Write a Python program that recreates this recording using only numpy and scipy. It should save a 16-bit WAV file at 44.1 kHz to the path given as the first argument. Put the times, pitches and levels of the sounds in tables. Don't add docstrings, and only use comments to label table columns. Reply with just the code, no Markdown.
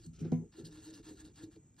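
import sys
import numpy as np
from scipy import signal
from scipy.fft import rfft, irfft
from scipy.io import wavfile
from scipy.ndimage import uniform_filter1d

SR = 44100
rng = np.random.default_rng(int(sys.argv[2]) if len(sys.argv) > 2 else 0)


def makeup_ratio(level_db):
    decades = np.asarray(level_db, float) / 20
    return 10 ** decades


def master_out(mix):
    frames = np.transpose(np.atleast_2d(mix))
    ceiling = np.clip(frames, -1, 1)
    pcm = np.round(ceiling * 32767).astype(np.int16)
    wavfile.write(sys.argv[1], SR, pcm)


N = 79380

# (frequency [Hz], density [dB per Hz])
ROOM_SPECTRUM = [(30, -43.5), (55, -11), (130, -4), (270, -9), (600, -29.5), (1000, -33.5), (2500, -39.5),
                 (5000, -47), (7000, -27), (9000, -49.5), (15000, -57.5)]
# (time [s], level [dB])
RUMBLE_LEVEL = [(0.0, -60), (0.244, -63), (0.29, -67), (0.486, -60), (0.51, -70), (0.596, -66.5),
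                (0.862, -64), (0.886, -62), (0.972, -79), (1.006, -62), (1.494, -67.5), (1.528, -68),
                (1.59, -65.5), (1.64, -79), (1.8, -70.5)]
# (time [s], mean level [dB])
WHINE_LEVEL = [(0, -98), (1.55, -90), (1.8, -91)]
# (frequency [Hz], relative level [dB], t60 [s])
DESK_MODES = [(108.4, -6, 0.39), (145, 2, 0.18), (164.7, 5.5, 0.36), (244.3, 1.5, 0.3), (339.7, -2, 0.1),
              (429.5, -6, 0.092), (490, -7, 0.14), (634, -10.5, 0.07), (688, -17, 0.22), (757, -9.5, 0.11),
              (887, -12.5, 0.05), (1000, -17.5, 0.26), (1150, -14, 0.077)]
# (frequency [Hz], relative level [dB], t60 [s])
DULL_DESK_MODES = [(112, -9.5, 0.066), (201, 3.5, 0.047), (328.4, 5, 0.068), (412.7, 1, 0.086),
                   (464.4, -6, 0.067), (526, -7.5, 0.065), (720, -16.5, 0.082), (846, -11.5, 0.04)]
# (time [s], drive level before trim [dB])
DRAG_SPANS = [
    [(0.17, -85), (0.178, -69), (0.202, -59), (0.255, -47.5), (0.296, -66), (0.31, -55.5)],
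    [(0.36, -45), (0.372, -63), (0.402, -58), (0.428, -54), (0.446, -59), (0.49, -83)],
    [(0.56, -91), (0.582, -55), (0.598, -54), (0.648, -68.5), (0.686, -61.5), (0.734, -97)],
    [(1.06, -69), (1.078, -64), (1.096, -63), (1.13, -64), (1.16, -67), (1.176, -85), (1.224, -96),
     (1.266, -66.5), (1.294, -67), (1.33, -76)],
]
# (time [s], push level [dB], contact [s], ring before damping [s])
THUMPS = [(0.061, -45, 0.0046, 0.13), (.211, -35.5, 0.0039, 0.136), (0.25, -44, 0.0022, 0.12),
          (0.276, -41.5, 0.0097, 0.085), (.319, -29.5, 0.0014, 0.11), (0.323, -44.5, 0.0015, 0.146),
          (0.623, -43.5, 0.0062, 0.26)]
# (time [s], onset level [dB])
TICKS = [(0.192, -63), (0.3187, -61.5), (0.848, -74), (1.252, -67.5), (1.561, -65.5), (1.743, -77),
         (1.766, -71)]
# (time [s], level [dB], tilt [dB per octave])
BRUSH_STROKES = [(0.125, -93, -4), (0.135, -72.5, 3.5), (0.17, -71.5, 4.5), (0.185, -76.5, -4.5),
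                 (0.195, -63, 3.5), (0.241, -72, -1), (0.249, -66, -2), (0.313, -80, -6), (0.315, -81, -1)]
# (frequency [Hz], width [Hz], relative level [dB])
SKIN_PEAKS = [(1360, 190, 1.5), (2110, 320, 0), (2420, 520, 0.5), (3520, 2100, -3.5), (6030, 1300, -1),
              (9800, 6900, -33)]
# (frequency [Hz], relative level [dB], t60 [s])
PAD_MODES = [(103.2, -11, 0.23), (196, -22, 0.033), (264, -18, 0.087), (312, 4.5, 0.071), (347.8, -7, 0.13),
             (427, -7, 0.096), (530, -26, 0.052)]
# (time [s], drive level before trim [dB])
SHAKE_SPANS = [
    [(0.0, -55), (0.032, -79.5), (0.06, -49.5)],
    [(0.52, -86), (0.556, -58), (0.568, -52), (0.65, -60.5), (0.706, -54), (0.758, -60.5), (0.782, -48.5),
     (0.846, -62), (0.88, -48.5), (0.938, -50), (0.97, -56.5), (0.996, -53.5), (1.01, -57), (1.042, -85),
     (1.064, -53), (1.11, -58), (1.168, -62.5), (1.224, -52.5), (1.286, -53.5), (1.342, -101), (1.374, -63),
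     (1.416, -53.5), (1.43, -50), (1.484, -54), (1.542, -71), (1.57, -54.5), (1.588, -67), (1.62, -95)],
    [(1.75, -86), (1.774, -76), (1.8, -56.5)],
]
# (time [s], frequency [Hz])
JUDDER_PITCH = [(0.599, 325), (0.731, 299.6), (0.8, 312.4), (0.929, 319.4), (0.978, 289.2), (1.06, 304.4),
                (1.131, 329.5), (1.28, 306.2), (1.39, 287), (1.44, 320)]
# (time [s], push level [dB], contact [s])
TAPS = [(0.592, -51, 0.00049), (0.611, -68, 0.0005), (1, -49.5, 0.00083), (1.111, -45, 0.0021),
        (1.434, -41, 0.0022), (1.566, -50, 0.00074)]
# (frequency [Hz], width [Hz], onset level [dB], t60 [s])
RATTLE_BANDS = [(700, 100, -57, 0.05), (1300, 690, -65.5, 0.26), (2115, 240, -64.5, 0.23),
                (2650, 660, -76.5, .1), (3870, 330, -67.5, 0.061), (6280, 230, -68.5, 0.37)]
# (time [s], level before trim [dB], tilt [dB per octave])
STROKES = [
    [(0.0, -72.5, 1), (0.03, -70, 1), (0.06, -67.5, 3.5), (0.125, -96, 10)],
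    [(0.51, -110, 20), (0.524, -72, -3), (0.56, -68, -4)],
    [(0.56, -69.5, -1.5), (0.6, -61, 1), (0.635, -78.5, -3)],
    [(0.635, -85, -11), (0.653, -59, 3.5), (0.669, -58.5, 3.5), (0.701, -74.5, -2), (0.723, -64.5, -0.5),
     (0.767, -63, -2), (0.805, -66.5, 0.5), (0.855, -60.5, -0.5), (0.909, -64.5, 1.5), (0.923, -70.5, -3),
     (0.943, -59.5, 3.5), (0.999, -67, -1.5), (1.03, -84, 0.5)],
    [(1.03, -69.5, -0.5), (1.06, -61.5, -1.5), (1.092, -58, -1), (1.15, -73, 0), (1.205, -61.5, 0.5),
     (1.234, -73.5, -2.5), (1.254, -60.5, 2), (1.326, -84, -3)],
    [(1.335, -85, 4), (1.361, -67, 1), (1.389, -60, -2), (1.409, -64.5, -2), (1.437, -60, 1.5),
     (1.462, -76, 1.5), (1.49, -85, -1)],
    [(1.493, -95, 0), (1.519, -70, 0), (1.567, -75.5, -1), (1.6, -99, -1)],
    [(1.775, -77, -2), (1.789, -63, -2), (1.8, -63, -1)],
]
# (frequency [Hz], width [Hz], relative level [dB])
SCRATCH_PEAKS = [(927, 360, -4), (1397, 56, 3), (1699, 118, 4), (2805, 138, 1), (3327, 104, 0.5),
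                 (3725, 194, 2), (4380, 554, 3), (5660, 1340, -0.5), (6610, 1730, -1.5), (8810, 1110, -9.5),
                 (10890, 430, -12.5), (12900, 650, -24), (14350, 1100, -21)]
# (frequency [Hz], left lead [rad])
PORT_LEAD = [(0, 0), (1460, -.2), (3530, .3), (4310, .8), (5080, .1), (6800, 2.7), (7050, 3.14),
             (7550, 3.14), (8100, 3.6), (9730, 6.2), (11600, 6.6), (12500, 9.2), (14400, 9.6),
             (15700, 12.5)]
# (frequency [Hz], share unrelated [ratio])
PORT_UNLIKE = [(60, 0.028), (600, 0.36), (3000, 0.35), (7000, 0.057), (8000, 0.09), (15000, 1)]

ROOM_DB, ROOM_WALK_DB, WHINE_HZ = -67, 1, 2350
FIBRES_PER_S, FIBRE_SPREAD_DB = 20000, 1.5
GRIT_DB = 1
FLICKER_DB, FLICKER_PER_S = 1.5, 41
DAMP_S, THUMP_ROUGH_DB, TICK_S = 0.012, 1, 0.0022
JUDDER_DB, NOISY_DB = -2, -32
KNOCK_S = 0.3185
LOW_CUT_HZ, TOP_HZ = 27.6, 15300
CAPSULE_HZ, CAPSULE_WIDTH_HZ, CAPSULE_DB = 7520, 610, 9.5


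def curve(rows):
    rows = np.array(rows)
    return makeup_ratio(np.interp(np.arange(N) / SR, rows[:, 0], rows[:, 1], left=-150, right=-150))


def joined(spans):
    return np.max([curve(rows) for rows in spans], axis=0)


def shape(x, gain):
    return irfft(rfft(x) * gain(np.arange(N // 2 + 1) * SR / N + 0.0014), N)


def table(rows, hz):
    rows = np.array(rows)
    return np.interp(np.log(hz), np.log(rows[:, 0] + 1), rows[:, 1])


def unit(x):
    return x / np.sqrt(np.mean(x ** 2))


def walk(rate_per_s):
    k = int(SR / rate_per_s)
    return unit(uniform_filter1d(uniform_filter1d(rng.standard_normal(N), k), k))


def band(x, centre_hz, width_hz):
    return shape(x, lambda hz: 1j * hz * width_hz / (centre_hz ** 2 - hz * hz + 1j * hz * width_hz))


def ring(x, modes):
    out = np.zeros(len(x))
    for k, (hz, db, t60_s) in enumerate(modes):
        pole = np.exp(2j * np.pi * hz / SR - np.log(1000) / (t60_s * SR))
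        out += (-1) ** k * makeup_ratio(db) * signal.lfilter([1], [1, -pole], x).imag
    return out


def blow(start_s, db, contact_s, modes):
    t = np.arange(N) / SR - start_s
    touching = (t > 0) & (t < contact_s)
    push = np.where(touching, np.sin(np.pi * t / contact_s) ** 2, 0) * 2 / (contact_s * SR)
    return makeup_ratio(db) * ring(push, modes)


def fibres():
    hit = rng.random(N) < FIBRES_PER_S / SR
    return unit(hit * rng.standard_normal(N) * makeup_ratio(FIBRE_SPREAD_DB * rng.exponential(size=N)))


def rustle(peaks, rows):
    rows = np.array(rows)
    catches = fibres() * makeup_ratio(GRIT_DB * walk(230))
    tilt_db = np.interp(np.arange(N) / SR, rows[:, 0], rows[:, 2])
    flat, tilted = np.zeros(N), np.zeros(N)
    for k, (hz, width_hz, db) in enumerate(peaks):
        flicker = makeup_ratio(db + FLICKER_DB * walk(FLICKER_PER_S))
        resonance = (-1) ** k * flicker * band(catches, hz, width_hz)
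        flat += resonance
        tilted += resonance * makeup_ratio(tilt_db * np.log2(hz / 4000))
    return tilted / np.sqrt(np.mean(flat ** 2))


def room():
    noise = unit(shape(rng.standard_normal(N), lambda hz: makeup_ratio(table(ROOM_SPECTRUM, hz))))
    return noise * makeup_ratio(ROOM_DB + ROOM_WALK_DB * walk(17))


def rumble():
    noise = rng.standard_normal(N)
    for _ in range(3):
        noise = band(noise, 70, 130)
    return unit(noise) * curve(RUMBLE_LEVEL)


def whine():
    phase = 2 * np.pi * WHINE_HZ * np.arange(N) / SR + 0.6 * walk(30)
    return curve(WHINE_LEVEL) * np.sin(phase) * makeup_ratio(3.7 * walk(18))


def drag():
    catches = uniform_filter1d(fibres(), size=36)
    return ring(catches * joined(DRAG_SPANS), DULL_DESK_MODES) * makeup_ratio(-22)


def brush():
    return rustle(SKIN_PEAKS, BRUSH_STROKES) * curve(BRUSH_STROKES)


def thumps():
    t = np.arange(N) / SR
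    out = np.zeros(N)
    for start_s, db, contact_s, rings_s in THUMPS:
        damping = np.exp(-np.clip(t - start_s - rings_s, 0, None) / DAMP_S)
        out += blow(start_s, db, contact_s, DESK_MODES) * damping * makeup_ratio(THUMP_ROUGH_DB * walk(59))
    return out


def ticks():
    t = np.arange(N) / SR
    env = sum(makeup_ratio(db) * (t > s) * np.exp(-abs(t - s) / TICK_S) for s, db in TICKS)
    noise = shape(rng.standard_normal(N), lambda hz: hz / (1500 + hz) / (1 + (hz / 6500) ** 4))
    return env * unit(noise)


def rattle():
    t = np.arange(N) / SR - KNOCK_S
    out = np.zeros(N)
    for hz, width_hz, db, t60_s in RATTLE_BANDS:
        noise = unit(band(rng.standard_normal(N), hz, width_hz))
        out += noise * makeup_ratio(db - 60 * abs(t) / t60_s) * (t > 0)
    return out


def taps():
    return sum(blow(s, db, contact_s, PAD_MODES) for s, db, contact_s in TAPS)


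def shake():
    return ring(fibres() * joined(SHAKE_SPANS), PAD_MODES) * makeup_ratio(NOISY_DB)


def judder():
    rows = np.array(JUDDER_PITCH)
    hz = np.interp(np.arange(N) / SR, rows[:, 0], rows[:, 1]) * (1 + 0.023 * walk(41.3))
    hum = np.sin(2 * np.pi * np.cumsum(hz) / SR) * makeup_ratio(JUDDER_DB + 2 * walk(45))
    return hum * uniform_filter1d(joined(SHAKE_SPANS), size=400)


def scratch():
    return rustle(SCRATCH_PEAKS, np.concatenate(STROKES)) * joined(STROKES) * makeup_ratio(-0.5)


def two_ports(near):
    rows = np.array(PORT_LEAD)
    lead = lambda hz: np.exp(0.5j * np.interp(hz, rows[:, 0], rows[:, 1]))
    tail = rng.standard_normal(N) * np.exp(-np.arange(N) / SR / 0.016)
    tail = rfft(tail / np.sqrt(np.sum(tail ** 2)))
    side = shape(near, lambda hz: 1j * tail.real * np.clip(table(PORT_UNLIKE, hz), 0, 1))
    return np.array([shape(near + side, lead), shape(near - side, lambda hz: 1 / lead(hz))])


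def scene():
    background = room() + rumble() + whine()
    hand = drag() + brush() + thumps() + ticks()
    marker = rattle() + taps() + shake() + judder() + scratch()
    low_cut = lambda hz: (1j * hz / LOW_CUT_HZ) ** 2 / (1 + 1j * hz / LOW_CUT_HZ) ** 2
    return two_ports(background + shape(hand + marker, low_cut))


def band_limit(x):
    return signal.sosfilt(signal.butter(12, 16070, fs=SR, output="sos"), x)


def record(dry):
    def mic(hz):
        resonance = makeup_ratio(CAPSULE_DB) / (1 + 2j * (hz - CAPSULE_HZ) / CAPSULE_WIDTH_HZ)
        return (1 + resonance) / (1 + (hz / TOP_HZ) ** 60)
    mix = np.array([shape(port, mic) for port in dry])
    return band_limit(mix)


dry = scene()
out = record(dry)
master_out(out)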